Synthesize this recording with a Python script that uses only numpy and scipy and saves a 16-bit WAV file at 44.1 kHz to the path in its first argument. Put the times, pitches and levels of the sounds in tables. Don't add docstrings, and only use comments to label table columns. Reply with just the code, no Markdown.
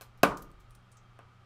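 import sys
import numpy as np
from scipy import signal
from scipy.fft import rfft, irfft
from scipy.io import wavfile

SR = 44100
rng = np.random.default_rng(int(sys.argv[2]) if len(sys.argv) > 2 else 0)


def wrap_up_sound(samples):
    columns = np.atleast_2d(samples).T
    tamed = np.clip(columns, -1, 1)
    steps = np.round(tamed * 32767).astype(np.int16)
    wavfile.write(sys.argv[1], SR, steps)


def magnitude_from_level(level_db):
    exponent = np.asarray(level_db, float) / 20
    return 10 ** exponent


N = 63945


def rms_one(x):
    return x / np.sqrt(np.mean(x ** 2) + 1e-20)


def at_hz(points, hz):
    p = np.array(points, float)
    return np.interp(np.log(np.maximum(hz, 1)), np.log(p[:, 0]), p[:, 1])


def coloured(points):
    size = N + N % 2
    gain = magnitude_from_level(at_hz(points, np.arange(size // 2 + 1) * SR / size))
    return rms_one(irfft(rfft(rng.standard_normal(size)) * gain, size))[:N]


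def narrow(hz, width_hz):
    r = np.exp(-np.pi * width_hz / SR)
    a = [1, -2 * r * np.cos(2 * np.pi * hz / SR), r * r]
    once = signal.lfilter([1], a, rng.standard_normal(N + SR))
    twice = signal.lfilter([1, 0, -1], a, once)
    return rms_one(twice[SR:])


def ring(clicks, hz, t60):
    r = magnitude_from_level(-60 / (t60 * SR))
    w = 2 * np.pi * hz / SR
    return signal.lfilter([0, np.sin(w)], [1, -2 * r * np.cos(w), r * r], clicks + 1e-18)


def click_at(start_s, height):
    click = np.zeros(N)
    click[int(start_s * SR)] = height
    return click


def burst(start_s, fade_s):
    t = np.arange(N) / SR - start_s
    return (t >= 0) * np.exp(-np.clip(t, 0, 1) / fade_s)


def high_pass(x, hz):
    return signal.sosfilt(signal.butter(2, hz, "high", fs=SR, output="sos"), x)


# f/Hz, density/dB per Hz
AIR_COLOUR = [(88, -32), (150, 0), (172, 3.5), (361, -8.5), (414, -5.5), (1240, -5), (1360, -6.5),
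              (3160, -13.5), (16000, -40)]


def air():
    return magnitude_from_level(-66.5) * rms_one(high_pass(coloured(AIR_COLOUR), 60))


# f/Hz, width/Hz, level/dB
FAN_RESONANCES = [(92, 14, -68), (120, 12, -68), (185.2, 4.6, -78.5), (254, 20, -86), (364.2, 14.64, -80.5),
                  (795.7, 32, -81.5), (1180, 40, -74.5), (1255, 27, -73), (1370, 170, -75), (2300, 60, -83),
                  (3200, 38, -85)]


def fan():
    hum = magnitude_from_level(-59.5) * np.sin(2 * np.pi * 119 * np.arange(N) / SR)
    return hum + sum(magnitude_from_level(db) * narrow(hz, width_hz) for hz, width_hz, db in FAN_RESONANCES)


# t/s, level/dB
RUMBLE_LEVEL = [
    (0.0, -72),
    (0.318, -44.5),
    (0.326, -53.5),
    (1.02, -67),
    (1.45, -67.5),
]


def rumble():
    s, db = np.transpose(RUMBLE_LEVEL)
    return magnitude_from_level(np.interp(np.arange(N) / SR, s, db)) * narrow(30.3, width_hz=45)


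# f/Hz, t60/s
ROOM_DECAY = [(100, 0.834), (180, 0.34), (300, 0.57), (700, .34), (1200, 0.4), (2500, 0.23), (6000, .28),
              (14000, 0.17)]


def room(x, level, share=1):
    length, onset_s = 30000, 0.0022
    early_db, early_s = 4, 0.013
    t = np.arange(length) / SR
    edges = 60 * 2 ** np.arange(0, 8.4, 1 / 3)
    white = rng.standard_normal((2, length))
    answer = 0
    for k, (low, high) in enumerate(zip(edges, edges[1:])):
        hz = np.sqrt(low * high)
        bandpass = signal.butter(2, [low, high], "band", fs=SR, output="sos")
        band = signal.sosfilt(bandpass, white[k % 2])
        decay_db = 60 * t / (share * at_hz(ROOM_DECAY, hz))
        answer = answer + band * magnitude_from_level(at_hz(level, hz) - decay_db)
    onset = np.clip(t / onset_s - 1, 0, 1)
    early = 1 + magnitude_from_level(early_db) * np.exp(-t / early_s)
    return signal.fftconvolve(x, answer * onset * early)[:N]


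# t/s, level/dB, ring f/Hz, ring level/dB, room level/dB
TICK_EVENTS = [(0.0104, -35.5, 14400, -5, 5.5), (0.0113, -45.5, 4230, 3.5, 4),
               (0.0198, -39, 14200, -21, -14), (0.1760, -55, 5530, -8, 6), (0.3716, -34.5, 9100, -20.5, 4),
               (0.3741, -38, 6400, -2, -14.5), (0.4195, -55, 6600, -4, 10), (0.4221, -43, 14000, -1.5, 2),
               (0.4253, -39, 11600, -3, -16), (0.504, -61, 7900, -14, -13), (0.5155, -54, 8440, -7, -0.5),
               (0.5976, -63.5, 8400, -15, 19), (0.6983, -66, 12900, -8, 7), (0.7082, -52, 9480, 1, -1),
               (0.7126, -63, 9300, -9, -1), (0.7495, -56, 9350, -5, 9), (0.7518, -47.5, 8800, -2.5, -9),
               (0.917, -59.5, 9000, 3, 11.5), (0.9185, -53, 7240, 2, -6), (0.9258, -64, 9790, 6, -3.5),
               (0.9705, -59.5, 6432, 10.5, 2.5), (0.973, -60, 7650, 10.5, -5),
               (1.1897, -62, 9300, 6, -10.5), (1.1907, -58, 5800, 2, -15)]


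def ticks():
    out, sent = np.zeros(N), np.zeros(N)
    white = rng.standard_normal(N)
    for s, db, hz, ring_db, room_db in TICK_EVENTS:
        click = click_at(s, magnitude_from_level(db))
        shard = magnitude_from_level(ring_db) * ring(click, hz, t60=0.003)
        spit = magnitude_from_level(db - 3) * burst(s, fade_s=0.0008) * white
        out += spit + shard
        sent += magnitude_from_level(room_db) * (2 * click + shard)
    out += room(sent, [(100, -32.5), (16000, -32.5)], share=0.85)
    return high_pass(out, 2600)


# t/s, level/dB, contact low f/Hz, contact high f/Hz, direction (signed factor)
KNOCK_EVENTS = [
    (0.0110, -41, 700, 5000, -1.12),
    (0.0203, -34, 637, 4000, -0.32),
    (0.2320, -21, 152.4, 1310, 0.97),
    (0.2343, -16, 199.2, 1770, -0.72),
    (0.2345, -8.5, 161, 3026, -1.135),
    (0.2412, -19, 120, 1500, -0.4),
    (1.1900, -39, 599.8, 6003, -0.15),
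    (1.1909, -41, 354.6, 2540, -1),
]
# f/Hz, level/dB, t60/s
BENCH_MODES = [(151.5, -32, 0.73), (191, -30.5, 0.57), (286.4, -18.5, 0.19), (403.6, -13.5, 0.12),
               (454.4, -19.5, 0.22), (561.6, -14.5, .05), (688, -1, 0.027), (1064, -12.5, .05),
               (1187, -16.5, 0.14), (1482, -13.5, .05), (1508, -22, 0.07), (1604.5, -16.5, .05),
               (1219, -28, .55), (2583, -8, .015)]
# f/Hz, level/dB
KNOCK_ROOM = [(70, -25), (150, -6), (300, -8), (700, -7), (1200, -3), (1700, -14), (2600, -12.5),
              (4000, -22.5)]


def knocks():
    push = np.zeros(N)
    for s, db, low_hz, high_hz, direction in KNOCK_EVENTS:
        click = click_at(s, direction * magnitude_from_level(db))
        click = signal.lfilter(*signal.butter(1, low_hz, "high", fs=SR), click + 1e-18)
        push += signal.lfilter(*signal.butter(2, high_hz, fs=SR), click)
    body = sum(magnitude_from_level(db) * ring(push, hz, t60) for hz, db, t60 in BENCH_MODES)
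    return high_pass(body, 130) + room(push, KNOCK_ROOM)


# t/s, level/dB
SPLINTERS = [
    (0.2320, -19),
    (0.2325, -18),
    (0.2331, -23),
    (0.2344, -23),
    (0.2352, -21),
    (0.2386, -29),
]
# f/Hz, density/dB per Hz
SPLINTER_COLOUR = [(1200, -28), (2700, -1), (3500, -15), (4700, -8), (6000, -10), (8500, -24),
                   (13200, -13.5), (16500, -14)]
# f/Hz, level/dB, t60/s
PANE_MODES = [(2620, -17.5, .014), (4150, -26.5, 0.019), (4768, -25, .01), (5800, -27, 0.00568),
              (7700, -32, 0.007), (9130, -33.5, 0.024), (13150, -28, .005), (14260, -35.5, .006)]
# f/Hz, level/dB
SNAP_ROOM = [(1500, -45.5), (3000, -28.5), (5000, -30.5), (8000, -31), (11000, -32), (13500, -34),
             (15800, -32)]


def crack():
    shape = sum(magnitude_from_level(db) * burst(s, fade_s=0.0008) for s, db in SPLINTERS)
    clicks = np.zeros(N)
    for s, db in SPLINTERS:
        clicks[int(s * SR)] = magnitude_from_level(db + 11)
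    rings = sum(magnitude_from_level(db) * ring(clicks, hz, t60) for hz, db, t60 in PANE_MODES)
    first = clicks * (np.cumsum(clicks > 0) == 1)
    return shape * coloured(SPLINTER_COLOUR) + rings + room(first, SNAP_ROOM)


def scene():
    background = air() + fan() + rumble()
    return (background + ticks() + knocks() + crack())[None, :]


def roll_off(x):
    return signal.sosfilt(signal.butter(12, 16790, fs=SR, output="sos"), x)


def record(dry):
    mix = signal.sosfilt(signal.cheby2(8, 50, 16800, fs=SR, output="sos"), dry)
    return roll_off(mix)


dry = scene()
out = record(dry)
wrap_up_sound(out)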